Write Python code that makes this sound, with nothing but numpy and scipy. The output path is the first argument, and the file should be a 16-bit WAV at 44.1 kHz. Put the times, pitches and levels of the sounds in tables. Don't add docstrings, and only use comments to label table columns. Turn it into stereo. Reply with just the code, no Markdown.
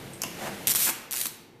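import sys
import numpy as np
from scipy import signal
from scipy.fft import rfft, irfft
from scipy.io import wavfile

SR = 44100
rng = np.random.default_rng(int(sys.argv[2]) if len(sys.argv) > 2 else 0)


def wrap_up_sound(samples):
    columns = np.atleast_2d(samples).T
    tamed = np.clip(columns, -1, 1)
    steps = np.round(tamed * 32767).astype(np.int16)
    wavfile.write(sys.argv[1], SR, steps)


N = 70560
TIME = np.arange(N) / SR

# start_s, relative_db
FILM_SNAPS = [(0.6716, -12), (0.6743, -15), (0.6802, -15), (0.6868, -18), (0.6949, -18), (0.7009, -16),
              (0.7054, -18), (0.7091, -18), (0.7142, -19), (0.7156, -20), (0.7187, -19), (0.7377, -23),
              (0.75, -15.5), (0.7575, -16), (0.7626, -18), (0.7681, -22), (1.1101, -23), (1.1175, -23.5),
              (1.1251, -22.5), (1.1326, -20), (1.1403, -26), (1.1492, -26), (1.1569, -23), (1.1639, -23),
              (1.1708, -23), (1.1731, -26), (1.181, -25), (1.1894, -26), (1.1974, -26), (1.2044, -24),
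              (1.2124, -22), (1.2139, -19.5), (1.2156, -23), (1.2271, -28), (1.2357, -26), (1.2491, -27),
              (1.2558, -22), (1.2582, -21), (1.2669, -23), (1.2683, -23)]
# time_s, level_db
TEAR_CURVE = [(.668, -44), (.676, -29), (.712, -20.5), (.728, -28), (.746, -45.5), (.758, -20.5),
              (.778, -24), (.806, -19), (.83, -18.5), (.855, -18), (.872, -22), (.898, -20), (.918, -38),
              (.94, -72), (1.11, -68), (1.135, -36), (1.175, -30.5), (1.21, -30), (1.24, -31.5),
              (1.268, -41.5), (1.285, -80)]
# freq_hz, gain_db
FILM_EQ = [(30, -19), (250, -15), (700, -13.5), (1400, -11), (2000, -6), (2700, -5), (4600, -2.5),
           (5200, -5), (5800, 0), (6400, -2), (7700, 1), (8400, -0.5), (9500, 2.5), (11000, 0.5),
           (12400, 2.5), (13300, 3), (14500, 2)]
# freq_hz, left_minus_right_db
WEB_PAN = [(500, 2.5), (1300, 2.5), (3200, 19.5), (4800, 1), (7200, 9.5), (9000, 8), (11000, -5),
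           (13000, -2.5), (14200, -1)]

# start_s, level_db, decay_s
KNIFE_CLICKS = [(.2184, -14.5, 0.0021), (.2222, -27, 0.0017), (.2346, -19.5, 0.0032), (.241, -28, 0.0011)]
# freq_hz, gain_db
CLICK_EQ = [(300, -12.5), (2000, -15.5), (3100, -13), (3800, -37.5), (4400, -5.5), (5400, -1), (7600, -2),
            (8800, -12.5), (11000, -3.5), (14500, -6)]
# freq_hz, left_minus_right_db
CLICK_PAN = [(2000, 2), (7500, 8.5), (11000, -2.5)]
# start_s, level_db, decay_s
HOLDER_HITS = [(.2368, -17, 0.00096)]
# pitch_hz, gain_db, t60_s
HOLDER_MODES = [(703, 2, 0.028), (1009, 7.5, 0.02), (1640, -9.5, 0.018), (2230, -3.5, 0.022),
                (2850, 9.5, 0.011)]
# start_s, level_db, decay_s
LATCH_HITS = [(.1335, -40, 0.009)]
# pitch_hz, gain_db, t60_s
LATCH_MODES = [(8350, 0, .005), (9300, -3, .0015)]

# start_s, level_db, decay_s
ROLLER_KNOCKS = [(.228, -41, 0.0043), (.2385, -35, 0.0034), (.471, -36.5, 0.0085), (.7498, -31.5, 0.0015),
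                 (.8672, -35, 0.0012), (.8711, -29.5, 0.0025), (.8754, -32, 0.0013), (.879, -29, 0.0071),
                 (.8907, -27, 0.0069), (.8962, -33.5, 0.0055), (1.14, -36.5, 0.0045), (1.2565, -37, 0.0033)]
# freq_hz, gain_db
KNOCK_EQ = [(60, -25.5), (160, -17.5), (290, 2.5), (500, -3), (850, 3.5), (1050, 5), (1600, 3.5),
            (2800, 2.5), (4200, -41), (14000, -49)]
# start_s, level_db, decay_s
BED_THUDS = [(.245, -41, .04), (.876, -38, .025), (1.255, -48, .03)]
# freq_hz, gain_db
BED_EQ = [(90, -24.5), (190, -1), (310, -2), (700, -29.5), (3000, -80)]
# start_s, level_db, decay_s
WEB_TUGS = [(.002, -53.5, 0.15), (.672, -45, 0.024), (.748, -40, 0.0089)]
# freq_hz, gain_db
TUG_EQ = [(20, -11), (50, -1), (75, -1), (140, -4), (300, -29), (1000, -36), (8000, -84)]

# time_s, level_db
RAIL_CURVE = [(.34, -51), (.39, -42), (.42, -35), (.475, -32), (.505, -41.5), (.55, -43), (.6, -60.5)]
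# freq_hz, gain_db
RAIL_EQ = [(60, -21.5), (200, 2.5), (470, 0), (600, 9), (740, 8), (1050, -1.5), (1600, 1.5), (2600, -4),
           (4000, -9), (7000, -9), (14000, -13.5)]
# time_s, level_db
DRIVE_CURVE = [(0, -42), (.2, -47.5), (.26, -42.5), (.36, -42.5), (.48, -41), (.64, -41), (.76, -45.5),
               (.92, -50.5), (1.1, -51), (1.6, -62.5)]
# freq_hz, gain_db
DRIVE_EQ = [(20, -14), (50, -11), (75, -9.5), (130, -6.5), (220, 1.5), (400, -3), (650, -4.5),
            (1200, -10.5), (2100, -9), (4000, -15.5), (14000, -53)]
# time_s, pitch_hz, level_db
MOTOR_CURVE = [(.02, 135.8, -44), (.1, 133.6, -70), (0.252, 171.3, -50), (.37, 181, -60),
               (0.452, 198.4, -44), (.63, 219.7, -46), (0.701, 170, -46.5), (.8, 130.2, -78)]
# pitch_hz, level_db
WORK_TONES = [(100, -58.5), (133.5, -53.5), (174, -57), (199, -55), (344, -55), (447, -56)]

# time_s, level_db
AIR_CURVE = [(0, -47), (.2, -48), (.25, -44), (.66, -43), (.8, -80)]
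# freq_hz, gain_db
AIR_EQ = [(500, -6), (2500, 1), (14000, 0)]
# freq_hz, gain_db
FAN_EQ = [(20, -9), (70, -21), (110, 5), (200, -1), (400, 1), (580, -12.5), (900, -3.5), (1400, -22),
          (7000, -29)]
# pitch_hz, level_db
IDLE_TONES = [(226, -66.5), (344.5, -64), (468, -65.5)]

# freq_hz, t60_s
ROOM_DECAY = [(100, 1), (500, 0.83), (2200, 1), (5000, 0.66), (9000, 0.44), (14000, 0.44)]
# freq_hz, left_minus_right_db
ROOM_PAN = [(300, -3.5), (2000, 1), (4500, -1), (7500, 0.5), (9000, -8), (10500, -16), (14000, -19)]
# freq_hz, correlation
STEREO_LIKENESS = [(30, 0.62), (130, 0.96), (280, 0.94), (550, 0.61), (1100, 0.14), (4000, 0.077)]

EARLY_DB, EARLY_DECAY_S = 7, .01


def film(grains_per_s=28000, spread_db=3, snap_boost_db=2.5):
    grains = noise() * amp(spread_db * np.minimum(rng.exponential(1, N), 3))
    grains *= rng.random(N) < grains_per_s / SR
    peel = unit(grains) * level(TEAR_CURVE, outside_db=-np.inf)
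    rise_s = .0004
    for start_s, db in FILM_SNAPS:
        add(peel, start_s - rise_s / 2, amp(db + snap_boost_db) * snap(rise_s))
    return placed(peel, FILM_EQ, WEB_PAN, wet_db=-5)


def snap(rise_s, decay_s=.00024, scatter_s=.0012, size=512):
    far_delay_s, far_db = .00051, -21.5
    t = TIME[:size] - rise_s - np.array([[0], [far_delay_s]])
    attack = np.clip(1 + t / rise_s, 0, 1)
    direct = amp([[0], [far_db]]) * np.exp(-abs(t) / decay_s)
    scattered = amp(-2) * np.exp(-abs(t) / scatter_s)
    burst = attack * (direct + scattered) * rng.standard_normal((2, size))
    return burst / np.linalg.norm(burst, axis=1, keepdims=True) * np.sqrt(.002 * SR)


def knife():
    metal = ring(blows(HOLDER_HITS), HOLDER_MODES) + ring(blows(LATCH_HITS), LATCH_MODES)
    clicks = placed(blows(KNIFE_CLICKS, punch_db=5.5), CLICK_EQ, CLICK_PAN, wet_db=-5, early_db=0)
    return metal + room(metal, wet_db=0) + clicks


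def rollers():
    return placed(blows(ROLLER_KNOCKS, punch_db=23), KNOCK_EQ, WEB_PAN, wet_db=-2)


def frame():
    return colour(blows(BED_THUDS), BED_EQ) + colour(blows(WEB_TUGS), TUG_EQ)


def carriage():
    travel = noise() * level(RAIL_CURVE, outside_db=-np.inf)
    rolling = placed(travel, RAIL_EQ, ROOM_PAN, wet_db=-6.5)
    whirr = colour(noise(), DRIVE_EQ, ROOM_PAN) * level(DRIVE_CURVE)
    return rolling + whirr


def motor(hum_end_s=.9, hum_fade_s=.21):
    time_s, hz, db = np.transpose(MOTOR_CURVE)
    rumble = rough_tone(np.interp(TIME, time_s, hz), width_hz=28, roughness=1.1)
    rumble *= amp(np.interp(TIME, time_s, db))
    fade = np.clip((hum_end_s - TIME) / hum_fade_s, 0, 1)
    return rumble + hum(WORK_TONES) * fade


def air():
    return colour(noise(), AIR_EQ, ROOM_PAN) * level(AIR_CURVE)


def idle(fan_db=-55.5):
    return amp(fan_db) * colour(noise(), FAN_EQ) + hum(IDLE_TONES)


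def room(x, wet_db, early_db=EARLY_DB, crossfade_hz=4.995, count=3):
    wet = np.zeros((2, N))
    for k in range(count):
        share = np.cos(np.pi * (crossfade_hz * TIME + k / count)) * np.sqrt(2 / count)
        wet += signal.fftconvolve(x * share, room_tail(early_db), axes=1)[:, :N]
    return amp(wet_db) * wet


def room_tail(early_db):
    wash = colour(noise(), [(0, 0), (SR, 0)], ROOM_PAN)[:, :SR]
    hz, t, spectrum = signal.stft(wash, SR, nperseg=256)
    late = amp(-60 * t / at_hz(ROOM_DECAY, hz)[:, None])
    early = amp(early_db) * np.exp(-t / EARLY_DECAY_S)
    echo = signal.istft(spectrum * (late + early), SR)[1]
    echo[:, :SR // 400] = 0
    return echo * np.sqrt(2) / np.linalg.norm(echo)


def blows(hits, punch_db=-np.inf):
    track = np.zeros((2, N))
    for start_s, db, decay_s in hits:
        rattle = np.exp(-TIME / decay_s) * noise()
        rattle[0, 0] += amp(punch_db)
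        add(track, start_s, amp(db) * rattle)
    return track


def ring(x, modes):
    t = TIME[:SR // 4]
    body = sum(amp(db - 60 * t / t60) * np.sin(2 * np.pi * hz * t) for hz, db, t60 in modes)
    return signal.fftconvolve(x, body[None] / np.linalg.norm(body), axes=1)[:, :N]


def hum(tones):
    return sum(amp(db) * rough_tone(hz, width_hz=7, roughness=.4) for hz, db in tones)


def rough_tone(hz, width_hz, roughness):
    swell, drift = signal.sosfilt(signal.butter(2, width_hz, fs=SR, output="sos"), noise())
    phase = 2 * np.pi * (np.cumsum(hz * np.ones(N)) / SR + rng.random())
    return unit(np.sin(phase) * (1 + roughness * unit(swell)) + np.cos(phase) * roughness * unit(drift))


def placed(x, eq, pan, wet_db, early_db=EARLY_DB):
    return colour(x, eq, pan) + room(colour(x, eq), wet_db, early_db)


def colour(x, eq, pan=None, size=4096):
    hz = abs(np.fft.fftfreq(size, 1 / SR))
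    pan_db = at_hz(pan, hz) if pan else np.zeros(size)
    sides = amp(np.array([[.5], [-.5]]) * pan_db)
    gain = unit(amp(at_hz(eq, hz)) * sides / np.sqrt(np.mean(sides ** 2, 0)))
    minimum_phase = np.exp(signal.hilbert(np.log(gain)).conj())
    taps = np.fft.ifft(minimum_phase).real[:, :size // 2]
    left, right = rfft(x)
    likeness = np.clip(at_hz(STEREO_LIKENESS, np.fft.rfftfreq(N, 1 / SR)), -1, 1)
    right = likeness * left + np.sqrt(1 - likeness ** 2) * right
    pair = irfft(np.array([left, right]), N)
    return signal.fftconvolve(pair, taps, axes=1)[:, :N]


def at_hz(points, hz):
    freq_hz, value = np.transpose(points)
    return np.interp(np.log(hz + 1), np.log(freq_hz + 1), value)


def level(curve, outside_db=None):
    return amp(np.interp(TIME, *np.transpose(curve), left=outside_db, right=outside_db))


def add(mix, start_s, sound):
    part = mix[:, max(round(start_s * SR), 0):][:, :sound.shape[1]]
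    part += sound[:, :part.shape[1]]


def noise():
    return rng.standard_normal((2, N))


def amp(db):
    return 10 ** (np.asarray(db) / 20)


def unit(x):
    return x / np.sqrt(np.mean(x ** 2) + 1e-20)


def scene():
    return film() + knife() + rollers() + frame() + carriage() + motor() + air() + idle()


def record(dry):
    rolloff_hz, limit_hz = 14330, 16470
    rolloff = signal.firwin(201, rolloff_hz, window=("kaiser", 3), fs=SR)
    limit = signal.firwin(511, limit_hz, window=("kaiser", 9), fs=SR)
    return signal.oaconvolve(dry, np.convolve(rolloff, limit)[None], "same", axes=1)


dry = scene()
out = record(dry)
wrap_up_sound(out)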